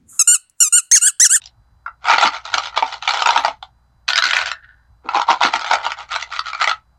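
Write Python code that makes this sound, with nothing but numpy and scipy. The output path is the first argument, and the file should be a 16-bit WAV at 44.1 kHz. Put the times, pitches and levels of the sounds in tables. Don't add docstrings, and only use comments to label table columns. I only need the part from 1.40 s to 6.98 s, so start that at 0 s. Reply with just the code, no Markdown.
import sys
import numpy as np
from scipy import signal
from scipy.fft import rfft, irfft
from scipy.io import wavfile
from scipy.ndimage import uniform_filter1d, minimum_filter1d

SR = 44100
rng = np.random.default_rng(int(sys.argv[2]) if len(sys.argv) > 2 else 0)


def persist_wave(psi):
    counts = np.round(np.clip(psi, -1, 1) * 32767).astype(np.int16)
    wavfile.write(sys.argv[1], SR, np.atleast_2d(counts).T)


N = 246078
RING_SAMPLES, ATTACK_SAMPLES, BOUNCE_SAMPLES = 1300, 220, 160

# f/Hz, relative level/dB
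ROOM_NOISE = [(25, -7), (45, 0), (110, -4.5), (200, -15.5), (450, -28.5), (800, -15.5), (1500, -22),
              (2500, -39), (6000, -39.5), (15000, -48.5)]
# f/Hz, rms level/dB
HUM_TONES = [(59.2, -58.5), (118, -68), (4000, -82), (4802, -85.5)]
# t/s, level/dB
BODY_SHIFTS = [(0.21, -50.5), (0.35, -53.5), (1.15, -49.5), (2.57, -54), (3.061, -48), (3.52, -51.5)]

# f/Hz, relative level/dB, t60/s
TOOLBOX_MODES = [(175, -22.5, 0.026), (280, 0.5, .05), (322, 5, 0.065), (455, 2.5, 0.048)]
BIN_MODES = [(694.6, -5, 0.041), (811, 2.5, 0.022), (885, 0, 0.033), (1053, -5.5, 0.008),
             (1261, 3.5, 0.015), (1381, 4, 0.03), (2047, -3.5, 0.025), (2401, -2.5, 0.021)]
ORGANIZER_MODES = [(648, -14.5, 0.2), (717, -2, 0.031), (1010, -1, 0.011), (1430, 1, 0.026),
                   (1780, -4.5, 0.014), (1820, 3, 0.012), (2466, 4, 0.0087)]
# f/Hz, relative level/dB
SCREW_MODES = [(2950, 3.5), (3550, 0), (4150, -0.5), (4850, -8.5), (5700, -11), (6700, -14), (8200, -6.5)]
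# t/s, pitch factor
FLOOR_STIFFENING = [(2.1, 1.054), (3.1, 1.005), (3.9, 1.131), (4.1, 1.011)]

# t/s, relative level/dB
PUSHES = [(0.726, -38), (0.838, -32), (1.139, -47), (1.423, -45), (1.96, -42), (2.07, -46), (2.85, -46.5),
          (3.643, -39.5), (3.745, -35), (3.896, -33.5), (4.04, -28), (4.136, -40.5), (4.321, -44),
          (4.45, -51)]
# t/s, level/dB
LOOSE_SCREW = [(1.87, -86.5), (1.9, -67), (1.965, -71), (1.98, -60), (2.08, -67), (2.13, -88.5)]
# t/s, relative level/dB
LAST_ROLL = [(3.14, -41), (3.21, -54.5), (3.245, -40.5), (3.27, -62.5), (3.29, -46), (3.35, -61.5),
             (3.5, -73.5)]

# t/s, hold/s, relative level/dB, heaviness/dB, brightness/dB
DIG_STROKES = [(0.48, 0.0022, -36.5, -8, -33), (0.657, .02, -18.5, -3, -8.5), (0.685, .058, -9.5, -3, -9.5),
               (0.783, 0.017, -19, -13, -3.5), (0.824, 0.034, -9.5, -4, -6), (0.931, .03, -23, -2.5, -6.5),
               (1.058, 0.04, -30, -1, -3.5), (1.14, 0.0041, -14.5, -1.5, -4.5),
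               (1.18, 0.0043, -18.5, 2.5, -3.5), (1.226, 0.046, -25, -3, -0.5), (1.334, .015, -32, -3, -12),
               (1.368, 0.0093, -18, -6.5, -3.5), (1.437, 0.019, -28.5, -3, -6.5),
               (1.462, 0.029, -27.5, 2.5, -1), (1.527, 0.0094, -22.5, -0.5, -1.5),
               (1.634, 0.023, -28, -5.5, -1), (1.683, 0.13, -19, 0.5, -2.5), (1.861, 0.14, -19, 4, -5),
               (2.04, 0.043, -23, -2.5, -7), (2.237, .003, -46.5, 9, 5), (3.66, 0.016, -36, 5, -15),
               (3.701, 0.019, -28, 2.5, -12), (3.749, 0.014, -10.5, 9.5, -7), (3.802, 0.016, -27, 1, -6),
               (3.896, 0.023, -9, 7.5, -5), (4.022, 0.04, -10.5, 0, -5), (4.136, 0.018, -18.5, -6, -6.5),
               (4.199, 0.087, -22, -4, -6), (4.311, 0.029, -13.5, -2, -8), (4.373, .04, -26.5, 0.5, -11.5),
               (4.443, 0.015, -19.5, -1.5, -5.5), (4.504, 0.0053, -23.5, -9, -7),
               (4.582, 0.033, -28.5, -2.5, -8), (4.714, 0.038, -20.5, -10, -5.5),
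               (4.798, 0.017, -27.5, -11, -2.5), (4.86, .04, -44, 3.5, -1.5),
               (4.923, 0.045, -23.5, -13, -5.5), (5.062, 0.028, -23.5, -16, -6.5),
               (5.135, 0.079, -33, -17, -12), (5.209, 0.02, -15, -12.5, -8), (5.284, 0.016, -18, -6, -7)]
POUR_STROKES = [(0.014, 0.042, -55, 8.5, 23), (2.683, 0.023, -22, -6.5, 3.5), (2.764, 0.017, -21, -12, 2),
                (2.843, 0.049, -20.5, -14.5, -0.5), (2.937, 0.057, -18.5, -9, -3.5),
                (3.001, 0.024, -23, -9, -4.5), (3.065, 0.02, -23.5, -10, -1.5)]
# t/s, relative level/dB, heaviness/dB
DIG_KNOCKS = [(0.461, -19.5, -20), (0.477, -24, -10), (0.697, -12.5, 4), (0.704, -10, -25),
              (0.716, -15, -7), (0.737, -11.5, 2), (0.782, -5, 1), (0.811, -9, 4), (0.829, -6, 7.5),
              (0.84, -11.5, 26), (0.874, -10, -18), (1.053, -22.5, -5), (1.14, -7, -7), (1.18, -10.5, -11),
              (1.375, -7, 4.5), (1.424, -8.5, 10), (1.624, -22, -4.5), (1.676, -8, -4), (1.691, -11.5, -8),
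              (1.707, -12.5, -5), (1.742, -13.5, 8), (1.821, -8.5, 0), (1.858, -6.5, 1.5), (1.872, -9.5, 2),
              (1.889, -4.5, 6), (1.906, -8.5, -4), (1.96, -6.5, 8.5), (1.975, -7.5, -8), (2.047, -6, 8),
              (2.058, -15.5, -3), (2.08, -12, 10), (2.226, -24, 10), (3.688, -14, 1.5), (3.753, -14.5, 2),
              (3.771, -8.5, 13), (3.797, -11, 12), (3.815, -11.5, 3.5), (3.886, -7, 22), (3.901, -9.5, 9),
              (4.012, -8, 15), (4.032, -9, 1), (4.137, -8.5, 6), (4.159, -14.5, -7), (4.312, -6.5, 6.5),
              (4.334, -5.5, 0.5), (4.353, -16.5, -5), (4.463, -12, 5), (4.518, -18, -7),
              (4.76, -13.5, -2.5), (4.825, -18.5, -12.5), (4.992, -11.5, -19.5), (5.131, -19, -12.5),
              (5.148, -18.5, -13.5), (5.201, -24, -9.5), (5.217, -10.5, -8.5), (5.241, -11, -5.5),
              (5.274, -9, -5.5), (5.294, -11, -15.5), (5.313, -10.5, -9)]
# t/s, relative level/dB
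HANDFUL_HITS = [(0.018, -39), (0.039, -41), (0.057, -33.5), (0.073, -41), (2.68, -18.5), (2.687, -11),
                (2.703, -15), (2.732, -13), (2.757, -12), (2.777, -10), (2.785, -9.5), (2.822, -11.5),
                (2.839, -11.5), (2.853, -13), (2.864, -18), (2.886, -24.5), (2.908, -12), (2.932, -11),
                (2.966, -11), (3.014, -18), (3.058, -19), (3.115, -17.5)]


def from_db(db):
    return 10 ** (np.asarray(db) / 20)


def unit(x):
    return x / np.sqrt(np.mean(x ** 2) + 1e-20)


def butter(x, hz, kind, order=2):
    return signal.sosfilt(signal.butter(order, hz, kind, fs=SR, output="sos"), x + 1e-18)


def gain_curve(rows):
    s, db = np.transpose(rows)[:2]
    return from_db(np.interp(np.arange(N) / SR, s, db, left=-150, right=-150))


def lay_out(times, sounds):
    out = np.zeros(N + sounds.shape[1])
    for start, sound in zip(np.clip(times * SR, 0, N - 1).astype(int), sounds):
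        out[start:start + len(sound)] += sound
    return out[:N]


def background(noise_db=-60):
    hz, db = np.transpose(ROOM_NOISE)
    freqs = np.maximum(np.arange(N // 2 + 1) * SR / N, 1)
    spectrum = from_db(np.interp(np.log(freqs), np.log(hz), db))
    air = irfft(rfft(rng.standard_normal(N)) * spectrum, N)
    t = np.arange(N) / SR
    hum = sum(np.sqrt(2) * from_db(level) * np.sin(2 * np.pi * f * t) for f, level in HUM_TONES)
    return from_db(noise_db) * unit(air) + hum


def floor_bumps(width_s=0.035):
    t = np.arange(N) / SR
    swell = sum(from_db(db) * np.exp(-((t - s) / width_s) ** 2) for s, db in BODY_SHIFTS)
    return swell * unit(butter(rng.standard_normal(N), [42, 115], "band", order=3))


def in_room(sound, split_hz=2200, first_echo_s=0.0059, top_hz=7080):
    t = np.arange(SR // 4) / SR
    echoes = rng.standard_normal(len(t)) * np.clip(t / first_echo_s - 0.5, 0, 1)
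    response = 0
    for kind, db, t60 in (("low", -6, 0.12), ("high", -8, 0.069)):
        tail = echoes * np.exp(-np.log(1000) * t / t60)
        response += from_db(db) * butter(tail / np.linalg.norm(tail), split_hz, kind, order=3)
    reflections = signal.fftconvolve(sound, response)[:N]
    return butter(sound + reflections, top_hz, "low", order=12)


def overload_hiss(sound, gain_db, smooth_s=0.007, growth=1.3):
    keep = np.exp(-1 / (smooth_s * SR))
    clash_power = signal.lfilter([1 - keep], [1, -keep], butter(sound, 2200, "high") ** 2)
    strength = np.minimum(clash_power / 0.02, 1.3) ** growth
    hiss = unit(butter(rng.standard_normal(N), [7500, 11500], "band", order=1))
    return from_db(gain_db) * strength * butter(hiss, 6000, "high")


def toolbox_thuds(push_s=0.01):
    s, db = np.transpose(PUSHES)
    t = np.arange(SR // 8) / SR
    shell = sum(from_db(level) * np.sin(2 * np.pi * hz * t) * np.exp(-np.log(1000) * t / t60)
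                for hz, level, t60 in TOOLBOX_MODES)
    judder = rng.standard_normal((len(s), len(t))) * t * np.exp(-t / push_s)
    thuds = butter(signal.fftconvolve(judder, shell[None], axes=1), 200, "high", order=4)
    gains = from_db(db) / thuds[:, :RING_SAMPLES].std(axis=1)
    return lay_out(s, thuds * gains[:, None])


def screw_ring(hz=11130, half_width_hz=70):
    ring = butter(rng.standard_normal(N), [hz - half_width_hz, hz + half_width_hz], "band")
    return gain_curve(LOOSE_SCREW) * unit(ring)


def rolling_screw(ticks_per_s=900, thread_db=-19):
    ticks = rng.standard_normal(N) * (rng.random(N) < ticks_per_s / SR)
    plastic = unit(butter(ticks, [1420, 1820], "band", order=3))
    thread = unit(butter(ticks, [2700, 4200], "band", order=3))
    return gain_curve(LAST_ROLL) * (plastic + from_db(thread_db) * thread)


def effort(strokes, rise_db_per_s, settle_db_per_s=451):
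    t = np.arange(N) / SR
    db = np.full(N, -150.0)
    for s, hold, level, _, _ in strokes:
        before_db = rise_db_per_s * np.maximum(s - t, 0)
        after_db = settle_db_per_s * np.maximum(t - s - hold, 0)
        db = np.maximum(db, level - before_db - after_db)
    return from_db(db)


def stroke_tone(strokes, times):
    s, hold, _, heavy, bright = np.transpose(strokes)
    nearest = np.argmin(np.abs(times[:, None] - s - hold / 2) - hold / 2, axis=1)
    return heavy[nearest], bright[nearest]


def bounce(rings, fade_s, bounces):
    t = np.arange(BOUNCE_SAMPLES) / SR
    shape = (len(rings), BOUNCE_SAMPLES)
    touches = rng.standard_normal(shape) * (rng.random(shape) < bounces / BOUNCE_SAMPLES)
    touches *= np.exp(-t / fade_s)
    touches[:, 0] = 0.46
    return signal.fftconvolve(rings, touches, axes=1)[:, :RING_SAMPLES]


def contacts(times, plastic_modes, heavy_db, bright_db, mode_spread_db=3, soft_below_db=-10):
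    count, t = len(times), np.arange(RING_SAMPLES) / SR
    modes = plastic_modes + [(hz, db, 0.008) for hz, db in SCREW_MODES]
    chance = rng.standard_normal((count, len(modes), 3, 1))
    parts = np.zeros((3, count, RING_SAMPLES))
    dull_db = np.minimum(bright_db - soft_below_db, 0)[:, None]
    stiffening = np.interp(times, *np.transpose(FLOOR_STIFFENING))[:, None]
    for k, (hz, db, t60) in enumerate(modes):
        part = int(hz > 1150) + int(hz > 2650)
        detune = 0.077 if hz > 1600 else 0.037
        pitch = hz * (1 + detune * chance[:, k, 0]) * (stiffening if part == 0 else 1)
        missed_db = dull_db * (hz > 1800)
        strength = from_db(db + missed_db + mode_spread_db * chance[:, k, 1]) * np.sign(chance[:, k, 2])
        parts[part] += strength * np.sin(2 * np.pi * pitch * t) * np.exp(-np.log(1000) * t / t60)
    parts *= 1 - np.exp(-t / (1e-5 - 6e-5 * dull_db))
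    floor = butter(butter(parts[0], 970, "high"), 1200, "low", order=3)
    walls = butter(bounce(parts[1], fade_s=0.0012, bounces=4), [1050, 2600], "band", order=3)
    steel = butter(bounce(parts[2], fade_s=0.0055, bounces=19), 3000, "high", order=3)
    shares = from_db([heavy_db, np.zeros(count), bright_db])
    shares /= np.linalg.norm(shares, axis=0)
    return sum(ring * (share / ring[:, :ATTACK_SAMPLES].std(axis=1))[:, None]
               for ring, share in zip((floor, walls, steel), shares))


def rattle(strokes, modes, per_s, rise_db_per_s, size_spread_db, gain_db, heavy_db, bright_db):
    count = int(N / SR * per_s)
    times = (np.arange(count) + rng.uniform(-1, 1, count)) / per_s
    since_stroke_s = times[:, None] - np.transpose(strokes)[0]
    near_stroke = ((since_stroke_s > -0.05) & (since_stroke_s < 0.22)).any(axis=1)
    times = times[near_stroke]
    heavy, bright = stroke_tone(strokes, times)
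    rings = contacts(times, modes, heavy + heavy_db, bright + bright_db)
    sizes = from_db(size_spread_db * rng.standard_normal((len(times), 1)))
    clatter = lay_out(times, rings * sizes)
    power = uniform_filter1d(clatter ** 2, size=900)
    even_clatter = clatter / np.sqrt(np.abs(power) + 1e-4)
    return even_clatter * effort(strokes, rise_db_per_s) * from_db(gain_db)


def knocks(rows, strokes, modes, gain_db, heavy_db, bright_db):
    s, db, *own_heavy = np.transpose(rows)
    heavy, bright = stroke_tone(strokes, s)
    heavy = own_heavy[0] if own_heavy else heavy
    rings = contacts(s, modes, heavy + heavy_db, bright + bright_db)
    return lay_out(s, rings * from_db(db + gain_db)[:, None])


def digging():
    hits = knocks(DIG_KNOCKS, DIG_STROKES, BIN_MODES, gain_db=-1.5, heavy_db=-1.5, bright_db=2)
    thuds = toolbox_thuds()
    heap = rattle(DIG_STROKES, BIN_MODES, per_s=340, rise_db_per_s=900, size_spread_db=5,
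                  gain_db=-2.5, heavy_db=-1, bright_db=2)
    return hits + thuds + heap


def pouring():
    hits = knocks(HANDFUL_HITS, POUR_STROKES, ORGANIZER_MODES, gain_db=1, heavy_db=-8, bright_db=-1)
    roll = rolling_screw()
    stream = rattle(POUR_STROKES, ORGANIZER_MODES, per_s=330, rise_db_per_s=3999, size_spread_db=3.5,
                    gain_db=-1, heavy_db=0.5, bright_db=1)
    return hits + roll + stream


def scene():
    dig = in_room(digging())
    pour = in_room(pouring())
    treble = overload_hiss(dig, gain_db=-54) + overload_hiss(pour, gain_db=-49.5) + screw_ring()
    return (dig + pour + treble + background() + floor_bumps())[None]


def record(dry, ceiling=1.0, cutoff_hz=15400):
    allowed_gain = np.minimum(1, ceiling / (np.abs(dry) + 1e-9))
    limited = dry * uniform_filter1d(minimum_filter1d(allowed_gain, size=45), size=45)
    return signal.sosfilt(signal.ellip(10, 0.1, 80, cutoff_hz, fs=SR, output="sos"), limited)


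dry = scene()
out = record(dry)
persist_wave(out)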